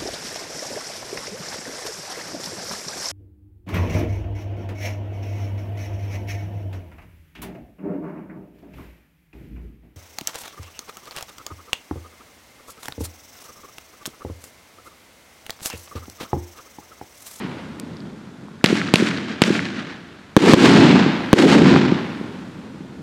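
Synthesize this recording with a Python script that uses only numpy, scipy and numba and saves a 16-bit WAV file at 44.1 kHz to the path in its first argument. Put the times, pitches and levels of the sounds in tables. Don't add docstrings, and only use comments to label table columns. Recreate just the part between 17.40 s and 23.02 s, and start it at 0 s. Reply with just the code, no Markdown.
import sys
import numpy as np
from scipy import signal
from scipy.fft import rfft, irfft, next_fast_len
from scipy.io import wavfile
from scipy.ndimage import uniform_filter1d, map_coordinates
from numba import njit

SR = 44100
rng = np.random.default_rng(int(sys.argv[2]) if len(sys.argv) > 2 else 0)


def store_pcm(level_fs):
    pcm = np.round(np.clip(level_fs, -1, 1) * 32767).astype(np.int16)
    wavfile.write(sys.argv[1], SR, np.atleast_2d(pcm).T)


N = 247842
T = np.arange(N) / SR


def amp(db):
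    return 10 ** (np.asarray(db) / 20)


def add(track, s, sound):
    i = max(round(s * SR), 0)
    track[i:i + len(sound)] += sound[:max(N - i, 0)]


def filtered(x, response):
    size = next_fast_len(N + 8192)
    return irfft(rfft(x, size) * response(np.fft.rfftfreq(size, 1 / SR)), size)[:N]


def coloured(x, spectrum, band=lambda hz: 1):
    f, db = np.transpose(spectrum)
    x = filtered(x, lambda hz: amp(np.interp(np.log(hz + 1), np.log(f), db)) * band(hz))
    return x / np.sqrt(np.mean(x ** 2) + 1e-20)


def bass(hz):
    return 1 / np.sqrt(1 + (hz / 600) ** 8)


def treble(hz):
    return np.sqrt(1 - bass(hz) ** 2)


def steadied(x, span_s):
    return x / np.sqrt(np.abs(uniform_filter1d(x ** 2, int(span_s * SR))) + 1e-6)


def wobble(rate):
    return map_coordinates(rng.standard_normal(int(N * rate / SR) + 4), [np.arange(N) * rate / SR])


def fading(age, db_per_s):
    return amp(-db_per_s * np.maximum(age, 0))


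def swelling(rows):
    return amp(sum(db * np.exp(-.5 * ((T - s) / spread) ** 2) for s, spread, db in rows))


def echo_level(age, rise_s, hold_s, fall_db_per_s, far_db, far_db_per_s):
    near = fading(age - hold_s, fall_db_per_s)
    far = amp(far_db) * fading(age - hold_s, far_db_per_s)
    return np.clip(age / rise_s, 0, 1) * np.hypot(near, far)


def rumbling(spectrum, lumps_db, rate):
    noise = coloured(rng.standard_normal(N), spectrum, bass)
    return steadied(noise, span_s=.12) * amp(lumps_db * wobble(rate))


def reflections(rate, clump_db):
    arrivals = rng.random(N) < rate / SR
    return arrivals * rng.standard_normal(N) * amp(clump_db * wobble(130))


def through_air(x, age, db_per_s, power):
    hz, t, spectra = signal.stft(x, SR, nperseg=256)
    loss_db = db_per_s * (hz[:, None] / 1000) ** power * np.interp(t, T, age)
    return signal.istft(spectra * amp(-loss_db), SR, nperseg=256)[1][:N]


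def slaps(rows, rough, smear_s):
    out, t = np.zeros(N), np.arange(SR // 10) / SR
    highpass = signal.butter(2, 1000, "high", fs=SR, output="sos")
    for s, db, hz, octaves in rows:
        edges = np.clip(hz * 2 ** (np.array([-.5, .5]) * octaves), 20, SR / 2 - 100)
        band = signal.butter(3, edges, "band", fs=SR, output="sos")
        pulse = signal.sosfilt(band, signal.unit_impulse(len(t)))
        smear = signal.sosfilt(highpass, rng.standard_normal(len(t)) * np.exp(-t / smear_s))
        smear = signal.sosfilt(band, smear / np.linalg.norm(smear))
        add(out, s, amp(db) * (pulse + rough * smear) / np.abs(pulse).max())
    return out


def blast(push_s, low_hz, front_hz, order):
    u = np.arange(SR // 20) / SR / push_s
    shock = (1 - u) * np.exp(-u)
    air = signal.butter(1, front_hz, fs=SR, output="sos")
    microphone = signal.butter(order, low_hz, "high", fs=SR, output="sos")
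    return -signal.sosfilt(microphone, signal.sosfilt(air, shock))


# f/Hz, level/dB
EARLY_RUMBLE = [(25, -40), (80, -26), (150, -13), (240, -2), (330, 0), (440, -6), (600, -13), (900, -13)]
DEEP_RUMBLE = [(25, -36), (55, -41), (100, -13.5), (150, -4), (210, -1), (280, 1), (340, -3.5), (420, -9.5),
               (520, -18.5), (900, -13)]
FAR_RUMBLE = [(25, -48), (60, -30), (100, -10), (150, -1), (210, 1), (280, -2), (400, -9), (520, -14),
              (900, -18)]


def burst_rumble(age, hold_s, deepen_s=.27, far_db=-23.2):
    depth = np.clip(age / deepen_s, 0, 1) ** 2
    near = np.sqrt(1 - depth) * rumbling(EARLY_RUMBLE, lumps_db=.8, rate=35)
    near += np.sqrt(depth) * rumbling(DEEP_RUMBLE, lumps_db=.8, rate=35)
    near *= np.clip(age / .065, 0, 1) * fading(age - hold_s, db_per_s=63)
    far = amp(far_db) * rumbling(FAR_RUMBLE, lumps_db=1.6, rate=25)
    far *= np.clip(age / hold_s, 0, 1) * fading(age - hold_s, db_per_s=6.5)
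    return near + far


# f/Hz, level/dB
BURST_CRACKLE = [(260, -41), (450, 1), (625, -14), (882, -8.5), (1070, -11), (1220, -12.5), (1440, -11),
                 (2330, -13.5), (4230, -18.5), (6060, -27), (7470, -29), (12400, -49), (16000, -57)]
# t/s, spread/s, level/dB
SWELLS = [(3.1, .027, 6), (3.258, .018, 5), (3.992, .009, 9), (4.028, .006, 6.5), (4.058, .012, -4),
          (4.123, .022, 5.5), (4.215, .014, -4)]


def burst_crackle(age, hold_s, patchy_db=.7):
    crackle = coloured(reflections(rate=9000, clump_db=1.0), BURST_CRACKLE, treble)
    crackle = through_air(crackle, np.clip(age - .19, -.06, .7), db_per_s=.45, power=2.03)
    level = echo_level(age, rise_s=.01, hold_s=hold_s, fall_db_per_s=41, far_db=-23.5, far_db_per_s=7)
    return steadied(crackle, span_s=.052) * level * amp(patchy_db * wobble(35)) * swelling(SWELLS)


# t/s, blast level/dB, rumble level/dB, crackle level/dB, echo hold/s
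BURSTS = [(-.83, 30, -7, -19, .44), (2.966, 30.5, -10.3, -20.2, .44), (3.1352, 31.5, -10.3, -19.6, .42),
          (3.9302, 33, -8.8, -20.8, .41)]


def rolls():
    out = np.zeros(N)
    for s, _, rumble_db, crackle_db, hold_s in BURSTS:
        out += amp(rumble_db) * burst_rumble(T - s, hold_s)
        out += amp(crackle_db) * burst_crackle(T - s, hold_s)
    return out


# f/Hz, level/dB
NIGHT_HISS = [(30, -8), (90, 16.5), (220, -9.5), (500, 0.5), (1500, 0.5), (2500, -29), (3300, -7.5),
              (5000, -11.5), (7500, -15.5), (10000, -21.5), (13000, -26.5), (16000, -37)]


def night(air_db=-51, stars_db=-26.5, spread_s=.85):
    power = amp(air_db) ** 2
    for s, _, _, crackle_db, _ in BURSTS:
        stars = np.clip((T - s) / spread_s, 0, 1) * fading(T - s - spread_s, db_per_s=12)
        power = power + (amp(crackle_db + stars_db) * stars) ** 2
    return np.sqrt(power) * coloured(rng.standard_normal(N), NIGHT_HISS)


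# t/s, level/dB, f/Hz, width/octaves
THUDS = [(.048, -18, 190, 1.2), (.598, -25, 190, 1.2), (3.038, -4, 300, 1.2), (3.124, -2, 260, 1.3),
         (3.558, -4, 244, 1.2), (3.662, -8, 230, 1.2), (3.9895, 2, 1300, 3), (4.037, 0, 280, 1.2),
         (4.258, -6, 1100, 1.6), (4.362, -3.5, 400, 3), (4.521, -2, 230, 1.2), (4.812, -17, 260, 1.5),
         (4.842, -19, 222, 1.5), (5.406, -24, 220, 1.2)]


def thuds():
    return slaps(THUDS, rough=.4, smear_s=.0015)


# t/s, level/dB, f/Hz, width/octaves
SNAPS = [(.3988, -14.5, 2800, 4), (.533, -39, 4350, .4), (.569, -33, 4300, .6), (.6045, -33, 4100, .7),
         (1.084, -31, 910, 1), (1.2115, -33, 1580, 0.64)]


def snaps():
    return slaps(SNAPS, rough=.5, smear_s=.002)


# t/s, level/dB
LAUNCHES = [(1.242, 12), (1.539, 13.5), (2.019, 12)]
# t/s, level/dB, f/Hz, width/octaves
LAUNCH_ECHOES = [(.0003, 8.5, 2150, 1.35), (.0036, 0, 2220, 1.1), (.004, -13, 7400, .5),
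                 (.0104, -15, 2400, 1.7), (.0187, 4, 2900, 1.4), (.0202, -7, 2600, 1.1),
                 (.021, -12.5, 380, 1.5), (.06, -11.5, 295, 1.05), (.07, -14, 330, 1.8),
                 (.0845, -4, 262, 1.17), (.133, -12, 1940, 1.05), (.1735, -9.5, 1800, .8),
                 (.2355, -15, 3040, 1.06), (.244, -17.5, 1600, .76), (.36, -21, 213, .6)]
# f/Hz, level/dB
LAUNCH_RUMBLE = [(15, -72), (25, -46), (64, -37), (78, -33), (91, -13), (204, 2), (350, -2.5), (502, -22),
                 (549, -13), (900, -36), (1170, -49), (1980, -120)]
LAUNCH_CRACKLE = [(260, -30), (450, 3.5), (546, -13), (598, -8.5), (705, -13), (964, -15), (1630, -9),
                  (1950, -11), (2470, -12.5), (4050, -17), (5460, -22.5), (7360, -27), (10200, -38),
                  (16000, -56)]
# t/s, spread/s, level/dB
GROVES = [(.052, .012, 3), (.137, .016, 5), (.24, .012, 1.5), (.375, .022, 6.5), (.49, .035, 5.5)]


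def launches(rumble_db=-20.3, crackle_db=-25.7):
    rumble = steadied(coloured(rng.standard_normal(N), LAUNCH_RUMBLE, bass), span_s=.04)
    rumble *= echo_level(T, rise_s=.045, hold_s=.075, fall_db_per_s=42, far_db=-21, far_db_per_s=12)
    crackle_level = echo_level(T, rise_s=.003, hold_s=.04, fall_db_per_s=39, far_db=-13, far_db_per_s=16)
    crackle_level *= swelling(GROVES)
    out = np.zeros(N)
    for s, db in LAUNCHES:
        crackle = coloured(reflections(rate=9000, clump_db=1.1), LAUNCH_CRACKLE, treble)
        crackle = through_air(crackle, np.minimum(T, .6) - .1, db_per_s=1.1, power=1.61)
        crackle = steadied(crackle, span_s=.035) * crackle_level
        add(out, s, amp(db) * blast(push_s=.0062, low_hz=181, front_hz=5800, order=4))
        add(out, s, slaps(LAUNCH_ECHOES, rough=.46, smear_s=.00067))
        add(out, s, amp(rumble_db) * rumble + amp(crackle_db) * crackle)
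    return out


# t/s, level/dB, f/Hz, width/octaves
BURST_ECHOES = [(.007, -6, 1500, 3), (.0078, 10, 315, 1.12), (.108, -1.5, 278, 1.33), (.29, -9, 1290, 2.7),
                (.432, -7.5, 1000, 2.5)]


def bursts():
    out = np.zeros(N)
    for s, db, *_ in BURSTS:
        if s > 0:
            add(out, s, amp(db) * blast(push_s=.0027, low_hz=253, front_hz=5000, order=3))
            add(out, s, slaps(BURST_ECHOES, rough=.58, smear_s=.0011))
    return out


def scene():
    return (launches() + bursts() + thuds() + rolls() + snaps() + night())[None]


@njit
def limiter_cut(over_db, attack, release):
    cut, out = 0.0, np.zeros(len(over_db))
    for i in range(len(over_db)):
        cut += (over_db[i] - cut) * (attack if over_db[i] > cut else release)
        out[i] = cut
    return out


def record(dry, ceiling_db=-1, attack_s=.0019, release_s=.043, lag_s=.0075, hardness=6):
    over_db = np.maximum(20 * np.log10(np.abs(dry[0]) + 1e-9) - ceiling_db, 0)
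    cut_db = limiter_cut(over_db, 1 / (attack_s * SR), 1 / (release_s * SR))
    x = dry[0] * amp(-np.interp(T - lag_s, T, cut_db))
    x = .97 * x / (1 + np.abs(x) ** hardness) ** (1 / hardness)
    x = filtered(x, lambda hz: 1 / np.sqrt(1 + (hz / 14200) ** 4))
    return filtered(x, lambda hz: np.clip((16600 - hz) / 600, 0, 1))[None]


dry = scene()
out = record(dry)
store_pcm(out)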